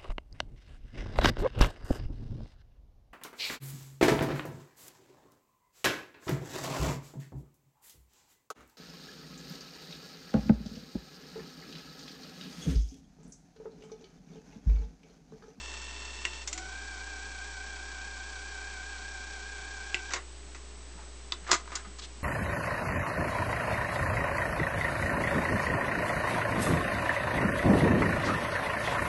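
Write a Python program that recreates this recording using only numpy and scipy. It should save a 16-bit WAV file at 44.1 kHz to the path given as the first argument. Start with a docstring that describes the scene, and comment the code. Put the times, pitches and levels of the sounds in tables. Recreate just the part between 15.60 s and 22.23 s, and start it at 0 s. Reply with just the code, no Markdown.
"""Cassette deck: wind, rewind, stop, eject

Close to a small camera, a tape winds forward, a button clicks, and the drive clacks over and rewinds.
Gear whine is a stack of sine waves tied to the turning shaft; the sliding tape is coloured noise.
Stop is pressed and the brakes bite; then eject trips the latch and the door swings open.
Keys ring as fading sine waves, and blows on the deck and door are short bursts of coloured noise.
Mains hum, hiss and a thin electronic whistle lie under it all."""
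import sys
import numpy as np
from scipy import signal
from scipy.fft import rfft, irfft, next_fast_len
from scipy.io import wavfile
from scipy.ndimage import uniform_filter1d, map_coordinates

SR = 44100
rng = np.random.default_rng(int(sys.argv[2]) if len(sys.argv) > 2 else 0)


def wrap_up_sound(samples):
    """Save the sound to the file named by the first command line argument, as 16-bit audio."""
    columns = np.atleast_2d(samples).T
    # keep every value between -1 and 1, then stretch to whole-number steps
    tamed = np.clip(columns, -1, 1)
    steps = np.round(tamed * 32767).astype(np.int16)
    wavfile.write(sys.argv[1], SR, steps)


N = 292383


def amp(db):
    """Decibels to gain."""
    return 10 ** (np.asarray(db) / 20)


def unit(x):
    """Scaled to an rms of 1."""
    return x / np.sqrt(np.mean(x ** 2) + 1e-20)


def along(points, hz):
    """Joins (f/Hz, value) points with straight lines on a log frequency axis."""
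    f, value = np.transpose(points)
    return np.interp(np.log(hz + 1), np.log(f + 1), value)


def peaks(resonances, hz):
    """The lift (or dip, if negative) in dB of (f/Hz, width/Hz, level/dB) resonances."""
    return sum(db / (1 + (2 * (hz - centre) / width) ** 2) for centre, width, db in resonances)


def clock():
    """The time of every sample in seconds."""
    return np.arange(N) / SR


def wobble(rate):
    """A smooth random curve through `rate` random points a second."""
    points = rng.standard_normal(int(N * rate / SR) + 4)
    return map_coordinates(points, [np.arange(N) * rate / SR])


def coloured(x, colour_db):
    """x through a gain given in dB as a function of frequency."""
    size = next_fast_len(len(x) + 8192)
    gain = amp(colour_db(np.fft.rfftfreq(size, 1 / SR)))
    return irfft(rfft(x, size) * gain, size)[:len(x)]


def noise(spectrum):
    """Noise of rms 1 with the given spectrum."""
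    return unit(coloured(rng.standard_normal(N), lambda hz: along(spectrum, hz)))


def fade(t, t60):
    """Free decay, 60 dB down after t60 seconds."""
    return np.exp(-np.log(1000) * t / t60)


def gate(start, rise, stop, fall):
    """Ramps up over `rise` seconds from start and down over `fall` seconds from stop."""
    t = clock()
    opening = np.clip((t - start) / rise, 0, 1)
    closing = np.clip(1 - (t - stop) / fall, 0, 1)
    return opening * closing


def add(track, s, sound):
    """Mixes a sound into the track at s seconds."""
    part = track[round(s * SR):][:len(sound)]
    part += sound[:len(part)]


def tones(lines, shift):
    """Steady sine waves at random starting points, all shifted by `shift` cycles."""
    t = clock()
    return sum(np.sqrt(2) * amp(db) * np.sin(2 * np.pi * (hz * t + shift + rng.random()))
               for hz, db in lines)


# hum of the mains and the idling deck: (f/Hz, rms level/dB)
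HUM = [(59.97, -48), (120, -74), (300, -74), (360, -68.5), (409.5, -64.5)]
# the camera's electronic whistle: (f/Hz, rms level/dB)
WHISTLE = [(7867, -62.5), (8133, -65.5)]
# shape of the hiss: (f/Hz, relative level/dB)
HISS = [(53, -47), (90, -9), (305, -5), (329, -5), (404, -7), (436, -8.5), (1070, -9.5), (1400, -11),
        (6760, -14.5), (8000, -15), (10400, -38), (17600, -120)]


def background():
    """Steady hum, hiss, and the camera's whistle, whose phase flips with every picture frame."""
    # half a cycle more 30 times a second, each step slightly smoothed
    flips = uniform_filter1d(np.floor(30 * clock()) / 2, size=200)
    return tones(HUM, 0) + tones(WHISTLE, flips) + amp(-53.5) * noise(HISS)


# the motor winds forward, sags as the gear swings over, pulls up in reverse and is braked;
# speed before smoothing and reel drag: (t/s, turns per second)
MOTOR = [(0, 35.6), (.845, 35.75), (.865, 19.5), (.96, 29.8), (1.07, 30.5), (1.2, 32), (1.7, 32.35),
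         (4.52, 32.5), (4.6, 15)]
# the rewinding reel rubs once a revolution: time of its first rub, time of one revolution
FIRST_RUB_S, REEL_TURN_S = 1.375, .2016
# typical share of the speed lost in a rub, narrowness of the rub, its spread from turn to turn
DRAG_SHARE, DRAG_NARROW, DRAG_SPREAD = .042, 1.4, 0.1195


def shaft_speed():
    """Turns per second: the motor's speed, pulled down at every revolution of the rewinding reel."""
    t = clock()
    free = uniform_filter1d(np.interp(t, *np.transpose(MOTOR)), size=700)
    reel_turns = (t - FIRST_RUB_S) / REEL_TURN_S
    rub = (np.cos(np.pi * reel_turns) ** 2) ** DRAG_NARROW * (reel_turns > -.5)
    return free * (1 - DRAG_SHARE * rub * (1 + DRAG_SPREAD * wobble(5)))


# the chassis favours some pitches, so the whine's partials come and go with the speed:
# (f/Hz, width/Hz, level/dB)
CHASSIS = [(325, 32, 6.5), (585, 60, 7), (760, 43, 4.5), (800, 60, -4.5), (1070, 74, 2.5), (2336, 54, 6),
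           (2370, 70, -2)]


def gear(orders, turns, rough, sweep):
    """Meshing teeth: sine waves locked to the shaft, trembling as the teeth seat differently.
    The wheel is off centre: at sweep 0 the whine swells once a turn, towards pi / 2 its pitch swings."""
    trembles = [wobble(70) for _ in range(5)]
    mesh = np.zeros(N)
    for i, (multiple, db) in enumerate(orders):
        k = np.round(multiple)
        level = np.sqrt(2) * amp(db) * (1 + rough * trembles[i % len(trembles)])
        mesh += level * np.sin(2 * np.pi * k * turns + sweep * k ** 2)
    return coloured(mesh, lambda hz: peaks(CHASSIS, hz))


# resonances of the cassette shell: (f/Hz, width/Hz, level/dB)
SHELL = [(3170, 62, 2.5), (4450, 240, 4), (5330, 140, 3.5), (5630, 330, 7), (5910, 180, 7),
         (6610, 120, 4.5), (7500, 430, 3)]


def tape(spectrum, turns, repeat_db, throb_db, grain_db):
    """Sliding tape and worn teeth: a grainy rush that swells and partly repeats with every turn."""
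    wear = rng.standard_normal(size=900)  # the roughness met during one turn
    scrape = map_coordinates(wear, [turns % 1 * len(wear)], mode="grid-wrap")
    rush = rng.standard_normal(N) + amp(repeat_db) * scrape
    rush = rush * amp(throb_db * np.cos(2 * np.pi * turns) + grain_db * wobble(400))
    return unit(coloured(rush, lambda hz: along(spectrum, hz) + peaks(SHELL, hz)))


# the 25-tooth gear and its once-a-turn sidebands, in each direction, before drive() trims them:
# (multiple of the shaft rate, rms level/dB)
FORWARD_GEAR = [(25, -63), (28, -65), (50, -61), (52, -64), (53, -68), (73, -66), (75, -54), (76, -57),
                (77, -66), (91, -65), (97, -66), (99, -63), (100, -61), (123, -67), (124, -63), (126, -67),
                (150, -67), (151, -65), (168, -68), (169, -67)]
REWIND_GEAR = [(13, -70), (23, -68), (24, -63), (25, -62), (26, -72), (29, -70), (33, -68), (34, -71),
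               (39, -72), (45, -70), (46, -68), (47, -60), (48, -63), (49, -52), (50, -50), (51, -55),
               (53, -68), (54, -68), (73, -67), (74, -62), (75, -65), (76, -67), (79, -69), (100, -70),
               (140, -71)]
# the motor's growl while it pulls the reels up to speed: (multiple of the shaft rate, rms level/dB)
STRAIN = [(11, -58.5), (24, -67), (25, -54.5)]
# shape of the rush of tape sliding through the shell: (f/Hz, relative level/dB)
FORWARD_TAPE = [(100, -42), (300, -7.5), (600, -3.5), (1100, 1), (2200, -1), (3300, 2), (4400, -1.5),
                (5000, -4.5), (6000, -6.5), (7300, -1), (8200, -9)]
REWIND_TAPE = [(100, -32.5), (300, -9), (600, -4.5), (1050, 0.5), (1900, -2.5), (2400, 5), (2800, -3),
               (3200, 2), (4400, 0.5), (5100, -2.5), (5800, -3.5), (7000, -1.5), (8200, -6.5)]


def drive():
    """The motor winds forward, sags while the gear swings over, and strains up to speed in reverse."""
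    turns = np.cumsum(shaft_speed() * (1 + 0.00199 * wobble(45))) / SR
    forward_whine = amp(1.0) * gear(FORWARD_GEAR, turns, rough=.27, sweep=.7)
    forward_rush = amp(-47.0) * tape(FORWARD_TAPE, turns, repeat_db=-4, throb_db=1.5, grain_db=3.0)
    forward = (forward_whine + forward_rush) * gate(-1, .5, 0.832, 0.018)

    seated = gate(0.872, 0.16, 4.51, 0.9)  # the teeth bite gradually
    rewind_whine = amp(0.36) * seated * gear(REWIND_GEAR, turns, rough=.27, sweep=1.0)
    rewind_rush = amp(-48.5) * tape(REWIND_TAPE, turns, repeat_db=-1.5, throb_db=2.0, grain_db=1.0)
    rewind = (rewind_whine + rewind_rush) * gate(0.7, 0.41, 4.51, 0.056)

    strain = gear(STRAIN, turns, rough=0.29, sweep=1.2) * gate(0.88, 0.1, 0.97, 0.11)
    return forward + rewind + strain


def snap(modes, pitch, crack_db, crack_t60):
    """A switch snaps through: a brief crack of noise and the ring of its plastic key."""
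    t = np.arange(SR // 5) / SR
    ring = np.zeros(len(t))
    for hz, db, t60 in modes:
        level = amp(db + rng.normal(0, 1))
        ring += level * fade(t, t60) * np.sin(2 * np.pi * (hz * pitch * t + rng.random()))
    crack = amp(crack_db) * fade(t, crack_t60) * rng.standard_normal(len(t))
    return (ring + crack) * (1 - np.exp(-t / 0.00024))


def clack(colour, resonances, t60, tilt):
    """One blow on a body whose crowded modes die quickly; a hard blow is brighter (tilt, dB/octave)."""
    t = np.arange(SR // 4) / SR

    def colour_db(hz):
        return along(colour, hz) + peaks(resonances, hz) + tilt * np.log2(np.maximum(hz, 1500))

    ring = coloured(rng.standard_normal(len(t)), colour_db)
    return unit(ring) * fade(t, t60) * (1 - np.exp(-t / 0.00006))


# rewind and stop switches: (t/s, gain level/dB, pitch factor, crack level/dB before that gain)
BUTTONS = [(0.652, -18.5, 1.0, -6), (4.3444, -14.5, 1.01, -17)]
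# what they ring with, before pitch factor and gain: (f/Hz, level/dB, t60/s)
BUTTON_MODES = [(357, -29, 0.17), (706, -34, 0.075), (1580, -22.5, 0.065), (1947, -13.5, 0.062),
                (2180, -10.5, 0.037), (2670, 8.5, 0.0059), (2980, -36, 0.06), (2716, -7.5, 0.036),
                (4900, -8, 0.0047), (6960, -19.5, 0.0085)]
# the steel transport: broad colour (f/Hz, relative level/dB), resonances (f/Hz, width/Hz, level/dB)
TRANSPORT_COLOUR = [(60, -27), (180, -21), (320, -6.5), (520, -4.5), (1200, -0.5), (2200, 3), (3800, -3),
                    (5000, 1), (6200, 1.5), (8200, -6.5)]
TRANSPORT_PEAKS = [(370, 53, 10.5), (740, 44, 1.4), (1080, 170, 3.3), (1980, 170, 4.7), (3800, 560, 4.8),
                   (5950, 710, 2.7), (7200, 1000, 10)]


def buttons():
    """Rewind and stop keys: each snap also shakes the deck behind it."""
    out = np.zeros(N)
    for s, db, pitch, crack_db in BUTTONS:
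        add(out, s, amp(db) * snap(BUTTON_MODES, pitch, crack_db, crack_t60=0.03))
        add(out, s, amp(db - 21.0) * clack(TRANSPORT_COLOUR, TRANSPORT_PEAKS, t60=0.074, tilt=-2.8))
    return out


# a soft, dull blow sets more of the body ringing: growth of t60 for each dB per octave of dullness
DULL_RINGS_LONGER = 0.052


def knocks(blows, colour, resonances, t60):
    """Single blows on one body; t60 is for a blow of tilt 0, and duller blows ring longer."""
    out = np.zeros(N)
    for s, db, tilt in blows:
        blow_t60 = t60 * np.exp(-DULL_RINGS_LONGER * tilt)
        add(out, s, amp(db) * clack(colour, resonances, blow_t60, tilt))
    return out


# levers and brakes striking the transport: (t/s, level/dB, brightness in dB per octave above 1500 Hz)
TRANSPORT_BLOWS = [(0.8752, -28, 2.5), (0.9290, -28.5, 3.5), (0.9770, -34, 0), (4.5060, -37.5, -6.5),
                   (4.520, -36.5, -5), (4.5355, -25.5, -2.5), (4.5600, -33.5, -8.5), (4.5670, -40, 6),
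                   (4.9480, -43, -3.5)]


def transport():
    """Levers and brakes strike the steel transport as it changes gear and stops."""
    return knocks(TRANSPORT_BLOWS, TRANSPORT_COLOUR, TRANSPORT_PEAKS, t60=0.078)


# low bumps of the hand and the door on the case: (t/s, level/dB, f/Hz)
BUMPS = [(4.865, -53, 154), (5.351, -44.5, 177), (5.66, -52, 125), (5.82, -45.5, 169), (5.922, -28, 324),
         (6.268, -40, 197)]


def bumps():
    """Each bump wakes one low mode of the case, a quickly fading sine wave."""
    out, t = np.zeros(N), np.arange(SR // 4) / SR
    for s, db, hz in BUMPS:
        ring = np.sin(2 * np.pi * hz * t) * fade(t, 0.12)
        add(out, s, amp(db) * ring * (1 - np.exp(-t / 0.005)))
    return out


# fingers and door rubbing on plastic: (t/s, level/dB, width/s, centre f/Hz)
RUBS = [(5.4, -54.5, 0.043, 1000), (5.88, -47, 0.025, 1670), (6.16, -47, 0.043, 1460),
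        (6.397, -45, 0.0072, 4300), (6.44, -43, 0.015, 3900)]


def rubs():
    """Fingers and door slide in short, grainy strokes of noise."""
    out = np.zeros(N)
    for s, db, width, hz in RUBS:
        scrape = noise([(hz / 5, -16), (hz, 0), (hz * 3, -18)])
        grains = unit(scrape * amp(2.7 * wobble(250)))
        out += amp(db) * grains * np.exp(-.5 * ((clock() - s) / width) ** 2)
    return out


# what the eject key rings with, before its gain: (f/Hz, level/dB, t60/s)
EJECT_MODES = [(347, -31, 0.12), (960, -19, 0.071), (1054, -29, 0.054), (1990, -19, 0.071),
               (2630, -5, .015), (2930, -9.5, 0.024), (3537, 0, 0.02), (3950, -8, 0.033),
               (4550, -4.5, 0.016), (4960, -3.5, 0.013), (7200, -12, .012)]
# the plastic door: broad colour (f/Hz, relative level/dB), resonances (f/Hz, width/Hz, level/dB)
DOOR_COLOUR = [(60, -29), (150, -9), (300, -0.5), (520, -6), (1200, 2.5), (1750, 2), (2800, -1), (4200, -2),
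               (5200, -1), (6200, -2), (8200, -7.5)]
DOOR_PEAKS = [(240, 26, 2.6), (363, 50, 10.7), (687, 48, 14), (1023, 50, 12), (1227, 117, 12.7),
              (1484, 70, 6.9), (2020, 170, 7.6), (4080, 430, 5), (4950, 580, 2.5), (6280, 170, 7),
              (7140, 650, 8.5)]


def eject_key():
    """The smaller, brighter eject key snaps and shakes the door behind it."""
    out, s = np.zeros(N), 5.7215
    add(out, s, amp(-20.0) * snap(EJECT_MODES, 1, crack_db=-11.5, crack_t60=0.018))
    add(out, s, amp(-39) * clack(DOOR_COLOUR, DOOR_PEAKS, t60=0.11, tilt=-.6))
    return out


# the eject linkage and the door knocking on their guides:
# (t/s, level/dB, brightness in dB per octave above 1500 Hz)
DOOR_BLOWS = [(5.8750, -36.5, -3), (5.8915, -29, -8), (5.9115, -24.5, 1.5), (5.9980, -42.5, -1),
              (6.1188, -37, -4), (6.1540, -23.5, 4.5), (6.248, -45.5, -8), (6.3865, -41, 2)]


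def door():
    """The eject linkage and the swinging plastic door knock on their guides."""
    return knocks(DOOR_BLOWS, DOOR_COLOUR, DOOR_PEAKS, t60=0.079)


# the latch lets go and the sprung door chatters against it
LATCH_S, LATCH_DB = 5.9155, -10
# first flight, each flight over the one before, loss per rebound
REBOUND_S, REBOUND_SHRINK, REBOUND_LOSS_DB = .0145, 0.66, 3.5


def latch(count=6):
    """The door snaps free and rebounds ever faster and weaker; each contact cracks and rings the door."""
    out, s = np.zeros(N), LATCH_S
    for k in range(count):
        crack = clack(DOOR_COLOUR, DOOR_PEAKS, t60=0.022, tilt=.8)
        ring = clack(DOOR_COLOUR, DOOR_PEAKS, t60=0.087, tilt=1.2)
        contact = amp(-2.2 * k) * crack + amp(-10.0) * ring  # the crack weakens faster
        add(out, s, amp(LATCH_DB - REBOUND_LOSS_DB * k) * contact)
        s += REBOUND_S * REBOUND_SHRINK ** k
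    return out


# the cassette rattles loosely while the door swings: start, length, level before random strength
SWING_S, SWING_LENGTH_S, RATTLE_DB = 6.05, 0.15, -44.5


def rattle(count=6):
    """Faint, dull knocks of the cassette in the swinging door, at uneven times."""
    out = np.zeros(N)
    for k, (late, strength) in enumerate(rng.random((count, 2))):
        s = SWING_S + SWING_LENGTH_S * (k + late) / count
        knock = clack(DOOR_COLOUR, DOOR_PEAKS, t60=.045, tilt=-6.5)
        add(out, s, amp(RATTLE_DB) * (.5 + strength) * knock)
    return out


def radiated(x, corner_hz):
    """Small panels and keys give off little bass."""
    return signal.sosfilt(signal.butter(2, corner_hz, "highpass", fs=SR, output="sos"), x)


# how long the room rings: (f/Hz, t60/s)
ROOM = [(200, 0.15), (1500, 0.17), (8000, 0.11)]


def room(x):
    """A small room's short tail of fading noise, 4 ms late; the treble dies first."""
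    hz, t, z = signal.stft(rng.standard_normal(SR // 3), SR, nperseg=256)
    decay = fade(t, along(ROOM, hz)[:, None])
    tail = signal.istft(z * decay, SR, nperseg=256)[1]
    delayed = np.pad(tail, (round(.004 * SR), 0))
    return signal.fftconvolve(x, delayed / np.linalg.norm(tail))[:N]


def scene():
    """The deck in its room; only the keys and blows are given a room tail."""
    keys = buttons() + eject_key()
    blows = transport() + door() + latch() + rattle()
    tail = room(amp(-12) * keys + amp(-10.0) * blows)
    hits = radiated(keys + blows + tail, corner_hz=148)
    return (background() + drive() + hits + bumps() + rubs())[None]


# the camera microphone's response: (f/Hz, level/dB)
MICROPHONE = [(8150, 0.5), (8400, -9), (8800, -17), (9000, -34)]
TOP_HZ = 9130  # above this, a further 120 dB is taken off


def record(dry):
    """The camera's narrow band rolls off above 8 kHz; its converter sits slightly off zero."""
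    heard = coloured(dry[0], lambda hz: along(MICROPHONE, hz) - 120 * (hz > TOP_HZ))
    return np.array([heard]) - .0024


dry = scene()
out = record(dry)
wrap_up_sound(out)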